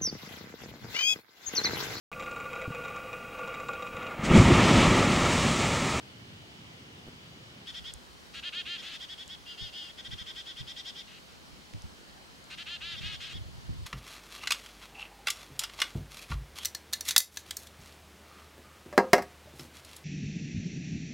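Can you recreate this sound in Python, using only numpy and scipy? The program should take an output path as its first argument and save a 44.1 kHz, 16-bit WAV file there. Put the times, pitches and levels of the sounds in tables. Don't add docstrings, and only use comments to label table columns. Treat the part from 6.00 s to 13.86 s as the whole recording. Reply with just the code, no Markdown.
import sys
import numpy as np
from scipy import signal
from scipy.fft import rfft, irfft
from scipy.io import wavfile
from scipy.ndimage import uniform_filter1d

SR = 44100
rng = np.random.default_rng(int(sys.argv[2]) if len(sys.argv) > 2 else 0)


def put_to_file(sound):
    columns = np.atleast_2d(sound).T
    safe = np.clip(columns, -1, 1)
    whole_steps = np.round(safe * 32767)
    wavfile.write(sys.argv[1], SR, whole_steps.astype(np.int16))


N = 346626
TIME = np.arange(N) / SR

# frequency in Hz, relative spectral level in dB.
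BREEZY_SPECTRUM = [(15, -78), (25, -57), (45, -39), (73, -5), (110, 0.5), (368, -9.5), (537, -14.5),
                   (1300, -20), (2700, -20), (2920, -15.5), (3170, -20), (3440, -18.5), (3830, -21.5),
                   (4870, -21.5), (11200, -38.5), (15500, -41)]
# frequency in Hz, correlation from -1 to 1.
BREEZY_LIKENESS = [(60, 0.88), (130, 0.85), (290, 0.87), (640, -0.004), (1410, -0.41), (3100, -0.43),
                   (6820, 0.4), (15000, 0.22)]
# frequency in Hz, relative spectral level in dB.
STILL_SPECTRUM = [(15, -55), (25, -19), (64, 2.5), (110, -7.5), (129, -4), (152, -1.5), (209, -1.5),
                  (410, -6), (495, -7), (1240, -11), (1380, -12), (2490, -13.5), (3000, -15.5),
                  (4260, -10.5), (15500, -31.5)]
# frequency in Hz, correlation from -1 to 1.
STILL_LIKENESS = [(60, 0.043), (130, -0.41), (290, 0.39), (640, -0.099), (1410, -0.38), (3100, -0.1),
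                  (6820, 0.56), (15000, 0.53)]
BREEZY_DB, STILL_DB = -52, -55.5
CUT_S = 1.66

# time in seconds, level in dB.
GRIP_LEVEL = [(1.62, -80), (1.72, -60), (1.96, -50), (2.05, -77), (6.5, -77), (7.05, -43.5), (7.25, -55.5),
              (7.42, -42.5), (7.65, -50), (7.76, -41), (7.86, -43)]
# start in seconds, level in dB, ring frequency in Hz.
JOLTS = [(1.799, -50, 63), (1.95, -49, 64), (3.608, -36, 105), (3.632, -49, 91), (4.08, -42, 109),
         (4.123, -38, 98), (4.206, -42, 82), (4.596, -36, 124), (5.525, -49, 65), (5.735, -32, 105),
         (5.835, -37, 79), (7.025, -38, 94), (7.347, -32, 94), (7.684, -26.5, 102)]
# start in seconds, level in dB.
DULL_KNOCKS = [(1.068, -40), (1.0776, -38), (1.0859, -37)]
# start in seconds, peak level in dB, centre frequency in Hz.
DRY_TICKS = [(1.938, -27.5, 8760), (3.279, -35.5, 7600), (5.737, -32, 2980), (5.8205, -35, 6600),
             (6.442, -42, 8000)]

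# frequency in Hz, relative gain in dB.
LOW_THROAT_GAIN = [(850, -46), (1420, -13.5), (1640, -9.5), (1780, -6), (2120, -10.5), (2500, -2.5),
                   (2850, -0.5), (3200, 6), (3570, -1.5), (3900, -3), (4250, -7), (4900, -14), (5600, -25),
                   (6600, -25.5), (9000, -42), (14000, -76)]
# frequency in Hz, relative gain in dB.
HIGH_THROAT_GAIN = [(900, -41), (1550, -16), (1950, -13.5), (2450, -4), (2900, -17), (3200, -2.5),
                    (3520, 0), (3770, -2), (3990, -7.5), (4450, -4), (4950, -12.5), (5480, -6.5),
                    (6000, -18), (9000, -35.5), (14000, -57)]
# start in seconds, end in seconds, top pitch in Hz,
# level before mixing in dB, beat between the membranes in Hz.
LOW_CALLS = [(2.338, 2.404, 3015, -43.5, 278.5), (2.427, 2.5, 3230, -39.5, 341),
             (2.524, 2.622, 3260, -38.5, 366), (2.653, 2.774, 3187, -39, 377.4),
             (2.82, 2.968, 3034, -44.5, 351.5), (5.069, 5.124, 2900, -56, 299),
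             (5.119, 5.191, 2950, -55, 292), (5.281, 5.362, 2720, -62, 298), (6.502, 6.553, 2836, -46, 290),
             (6.575, 6.634, 3110, -43, 345), (6.66, 6.773, 3160, -41, 360),
             (6.808, 6.962, 3090, -40.5, 350.7), (7.01, 7.158, 2954, -42.5, 380),
             (7.202, 7.334, 2967, -46, 356.3)]
# start in seconds, end in seconds, top pitch in Hz,
# level before mixing in dB.
HIGH_CALLS = [(1.662, 1.715, 3490, -40), (1.738, 1.8, 3560, -39.5), (1.838, 1.915, 3450, -41),
              (2.774, 2.819, 3550, -41.5), (2.843, 2.897, 3500, -42.5), (2.918, 2.977, 3590, -43),
              (2.997, 3.057, 3550, -40.5), (3.083, 3.149, 3446, -41.5), (3.175, 3.24, 3476, -42),
              (3.284, 3.36, 3420, -43), (3.456, 3.558, 3150, -43.5), (3.572, 3.703, 3332, -40.5),
              (3.723, 3.895, 3280, -41), (3.89, 3.917, 3410, -47.5), (3.974, 4.016, 3530, -42.5),
              (4.043, 4.081, 3600, -41), (4.106, 4.149, 3585, -40), (4.174, 4.232, 3534, -40.5),
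              (4.26, 4.322, 3530, -40), (4.351, 4.42, 3560, -40), (4.455, 4.526, 3496, -41),
              (4.562, 4.623, 3554, -41), (4.667, 4.729, 3574, -40.5), (4.758, 4.819, 3610, -40.5),
              (4.847, 4.913, 3560, -39.5), (4.947, 5.025, 3584, -42), (6.903, 6.943, 3600, -43.5),
              (6.958, 7.006, 3623, -42), (7.034, 7.093, 3580, -40.5), (7.111, 7.169, 3560, -41.5),
              (7.196, 7.278, 3523, -42), (7.323, 7.389, 3410, -45)]
# time in seconds, gain of the treble in dB.
HIGH_TREBLE_TILT = [(2.9, -5.5), (3.2, -6), (3.5, -4.5), (4.05, -7), (4.55, -5.5), (4.85, -1), (5.0, -7),
                    (7.3, -5.5)]

LOW_VOICE = dict(usual_hz=3230, rest_hz=2575, sag=0.47, crest_share=0.72, crest_s=0.08, flatness=2.6,
                 swell_db=5, side_db=3.5, tuning=0.83, attack_s=0.015, release_s=0.0088)
HIGH_VOICE = dict(usual_hz=3530, rest_hz=2900, sag=0.85, crest_share=0.63, crest_s=0.052, flatness=2.0,
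                  swell_db=10.5, side_db=8.5, tuning=1, attack_s=0.013, release_s=0.01)
LEAD_S = 0.006
WOBBLE_HZ = 220
JITTER = 0.026
HISS_DB = -8
SLACK_UNREST = 2.6
FOLLOW = 0.82
SHUT_DROP, SHUT_S = 0.081, 0.0062
HOP = 16
EDGE_HZ = 15850


def amp(db):
    return 10 ** (np.asarray(db) / 20)


def evened(x):
    return x / np.sqrt(np.mean(abs(x) ** 2) + 1e-20)


def read(points, hz):
    f, value = np.transpose(points)
    return np.interp(np.log(abs(hz) + 1), np.log(f + 1), value)


def add(mix, s, sound):
    part = mix[..., round(s * SR):][..., :sound.shape[-1]]
    part += sound[..., :part.shape[-1]]


def smooth(x, hz):
    return signal.lfilter(*signal.butter(2, min(hz, SR / 3), fs=SR), x)


def resonate(x, hz, width_hz):
    return signal.lfilter(*signal.iirpeak(hz, hz / width_hz, fs=SR), x)


def air(spectrum, likeness, patchy_db):
    hz = np.fft.rfftfreq(2048, 1 / SR)
    a, b, c, d, patches = rng.standard_normal((N // 512 + 5, len(hz), 5)).T
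    patches = uniform_filter1d(patches, size=16, axis=0)
    patches = evened(uniform_filter1d(patches, size=8, axis=1))
    same = np.clip(read(likeness, hz), -0.95, 0.95)[:, None]
    left = a + 1j * b
    right = same * left + np.sqrt(1 - same ** 2) * (c + 1j * d)
    pair = np.array([left, right]) / np.sqrt(1 + same)
    shaped = pair * amp(read(spectrum, hz)[:, None] + patchy_db * patches)
    out = signal.istft(shaped, nperseg=2048, noverlap=1536)[1][:, :N]
    return out / out.mean(0).std()


def background():
    moved = np.clip((TIME - CUT_S) / 0.012, 0, 1)
    breezy = amp(BREEZY_DB) * air(BREEZY_SPECTRUM, BREEZY_LIKENESS, patchy_db=1.0)
    still = amp(STILL_DB) * air(STILL_SPECTRUM, STILL_LIKENESS, patchy_db=1.08)
    wind = (1 - moved) * breezy + moved * still
    whirr_gain = amp(-65.5) * (1 - moved) + amp(-64.5) * moved
    whirr = evened(resonate(rng.standard_normal((2, N)), 3070, 200)) * whirr_gain
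    whine = amp(-85) * np.sin(2 * np.pi * 15734 * TIME)
    return wind + whirr + whine


def rocked(x, sway_hz=44, rock_hz=68, turn=2.41, balance_db=-1.0):
    apart = np.interp(np.fft.rfftfreq(N, 1 / SR), [sway_hz, rock_hz], [0, turn])
    side = np.array([[1], [-1]]) / 2
    return irfft(rfft(x) * np.exp(-1j * side * apart), N) * amp(side * balance_db)


def grip(low_hz=64, high_hz=135):
    band = signal.butter(2, [low_hz, high_hz], "bandpass", fs=SR, output="sos")
    rumble = signal.sosfilt(band, rng.standard_normal(N))
    return rocked(evened(rumble) * amp(np.interp(TIME, *np.transpose(GRIP_LEVEL))))


def handling(rise_s=0.0053, decay_s=0.028, rustle_db=-12, rustle_hz=220, sway_db=-9, sway_hz=66,
             shell_db=-3, shell_hz=175, shell_decay_s=0.023):
    t, ring, rub = TIME[:SR // 3], np.zeros(N), np.zeros(N)
    shape = (1 - np.exp(-(t / rise_s) ** 2)) * np.exp(-t / decay_s)
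    shape /= shape.max()
    sway = amp(sway_db) * np.sin(2 * np.pi * sway_hz * t)
    shell = amp(shell_db) * np.exp(-t / shell_decay_s) * np.sin(2 * np.pi * shell_hz * t)
    for s, db, hz in JOLTS:
        rock = 0.85 * np.sin(2 * np.pi * hz * t)
        add(ring, s, amp(db) * shape * (rock + sway + shell))
        add(rub, s, amp(db) * shape)
    rustle = evened(smooth(rng.standard_normal(N), rustle_hz))
    return rocked(ring + amp(rustle_db) * rub * rustle)


def taps(knock_hz=300, knock_decay_s=0.00083, tick_decay_s=0.00051, tick_width_hz=4500):
    t, out = TIME[:SR // 30], np.zeros((2, N))
    for s, db in DULL_KNOCKS:
        body = 2.9 * np.sin(2 * np.pi * knock_hz * t) + 0.13 * rng.standard_normal(len(t))
        add(out, s, amp(db) * np.exp(-t / knock_decay_s) * body)
    for s, db, hz in DRY_TICKS:
        burst = rng.standard_normal((2, len(t))) * np.exp(-t / tick_decay_s)
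        tick = resonate(burst, hz, tick_width_hz)
        tick = resonate(tick + 0.5 * tick[::-1], hz, tick_width_hz)
        tick = smooth(tick, 11400)
        add(out, s, amp(db) * tick / abs(tick).max())
    return out


def woods(x, near_db, near_t60, far_db, far_t60):
    t = TIME[:SR // 2]
    near, far = rng.standard_normal((2, 2, len(t))) * (t > 0.001)
    near = near * amp(-60 * t / near_t60)
    far = far * amp(-60 * t / far_t60)
    echo = (amp(near_db) * evened(near) + amp(far_db) * evened(far)) / np.sqrt(len(t))
    return signal.fftconvolve(x[None], echo, axes=1)[:, :N]


def ports(x, balance_db, turn):
    side = np.array([[1], [-1]]) / 2
    return (signal.hilbert(x) * np.exp(1j * turn * side)).real * amp(side * balance_db)


def unsteadiness():
    a, b, flow = rng.standard_normal((3, N))
    return np.array([evened(smooth(a, WOBBLE_HZ)), evened(smooth(b, WOBBLE_HZ)), flow])


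def membrane_slack(t, length, voice):
    crest = min(min(voice["crest_share"], 0.9) * length, voice["crest_s"])
    rising = t < crest
    distance = np.where(rising, (crest - t) / crest, (t - crest) / (length - crest))
    slack = np.minimum(distance ** voice["flatness"], 1.5)
    return slack, np.where(rising, 1, voice["sag"])


def note(chance, throat, voice, start, end, pitch_hz, db, beat_hz, rough, bright_db, body_db, core_db):
    length = end - start
    t = np.arange(-LEAD_S, length + voice["release_s"] / 3, 1 / SR)
    wobble_low, wobble_high, flow = chance[:, round(start * SR):][:, :len(t)]
    slack, bend_share = membrane_slack(t, length, voice)

    climb = 1 - voice["rest_hz"] / pitch_hz
    shutting = SHUT_DROP * np.exp((t - t[-1]) / SHUT_S)
    bend = 1 - slack * climb * bend_share - shutting
    unrest = rough * (1 + SLACK_UNREST * slack)
    low = (pitch_hz - beat_hz) / 2 * bend * (1 + JITTER * unrest * wobble_low)
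    high = (pitch_hz + beat_hz) / 2 * bend * (1 + JITTER * unrest * wobble_high)

    pairs = [(k, j) for k in range(1, 7) for j in range(-2, min(k, 3) + 4)]
    group, step = np.array(pairs).T[..., None]
    hz = group * low + step * (high - low)
    outside = np.maximum(np.maximum(-step, step - group), 0)

    def colour(f):
        treble_tilt = bright_db * np.clip((f - 3400) / 700, 0, 1)
        body_tilt = body_db * np.clip((2700 - f) / 500, 0, 1)
        tuned_hz = f * (voice["usual_hz"] / pitch_hz) ** voice["tuning"]
        return amp(read(throat, tuned_hz) + treble_tilt + body_tilt)

    phase = 2 * np.pi * (np.cumsum(hz, 1) / SR + rng.random(group.shape))
    phase = phase.astype(np.float32)
    lines = colour(hz[:, ::HOP] / bend[::HOP] ** FOLLOW)
    lines = lines * amp(-voice["side_db"] * outside)
    lines = lines * amp(core_db * ((group == 2) & (step == 1)))
    lines = lines / np.sqrt((lines ** 2).sum(0) / 2)
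    buzz = (np.repeat(lines, HOP, axis=1)[:, :len(t)] * np.cos(phase)).sum(0)

    hiss_colour = colour(np.fft.rfftfreq(len(t), 1 / SR)) ** 0.45
    hiss = evened(irfft(rfft(flow) * hiss_colour, len(t)))
    attack = np.clip((t - t[0]) / voice["attack_s"], 0, 1)
    release = np.clip((t[-1] - t) / voice["release_s"], 0, 1)
    swell = amp(-voice["swell_db"] * slack)
    voiced = buzz + amp(HISS_DB) * unrest * hiss
    return amp(db) * evened(voiced * attack * release * swell)


def low_bird(firm_db=-40.5, firm_rough=0.2, rough_per_db=0.16, bright_db=1.6, bright_db_per_octave=42,
             body_db=1.5, body_db_per_octave=20):
    chance, out = unsteadiness(), np.zeros(N)
    for start, end, pitch_hz, db, beat_hz in LOW_CALLS:
        depth = np.log2(LOW_VOICE["usual_hz"] / pitch_hz)
        sound = note(chance, LOW_THROAT_GAIN, LOW_VOICE, start, end, pitch_hz, db, beat_hz,
                     rough=min(firm_rough + rough_per_db * max(firm_db - db, 0), 1),
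                     bright_db=bright_db + bright_db_per_octave * depth,
                     body_db=body_db + body_db_per_octave * depth,
                     core_db=-0.5)
        add(out, start - LEAD_S, sound)
    return out


def high_bird(usual_beat_hz=355, beat_per_hz=0.174, usual_s=0.058, usual_rough=0.37, rough_per_octave=0.17,
              body_db_per_octave=4.5, core_db=3.5, core_db_per_octave=5):
    chance, out = unsteadiness(), np.zeros(N)
    for start, end, pitch_hz, db in HIGH_CALLS:
        hurry = np.log2(usual_s / (end - start))
        beat_hz = usual_beat_hz + beat_per_hz * (pitch_hz - HIGH_VOICE["usual_hz"])
        sound = note(chance, HIGH_THROAT_GAIN, HIGH_VOICE, start, end, pitch_hz, db, beat_hz,
                     rough=usual_rough + rough_per_octave * max(hurry, 0),
                     bright_db=np.interp(start, *np.transpose(HIGH_TREBLE_TILT)),
                     body_db=body_db_per_octave * hurry,
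                     core_db=core_db + core_db_per_octave * min(hurry, 0))
        add(out, start - LEAD_S, sound)
    return out


def scene():
    high, low = high_bird(), low_bird()
    direct_high = amp(-4.5) * ports(high, balance_db=2.5, turn=0.14)
    direct_low = amp(-0.4) * ports(low, balance_db=1.2, turn=0.15)
    scattered = woods(high + low, near_db=-6, near_t60=0.02, far_db=-15.0, far_t60=0.45)
    return direct_high + direct_low + scattered + background() + handling() + grip() + taps()


def record(dry):
    low_pass = signal.firwin(1023, EDGE_HZ, window=("kaiser", 9), fs=SR)
    return signal.oaconvolve(dry, low_pass[None], "same")


dry = scene()
out = record(dry)
put_to_file(out)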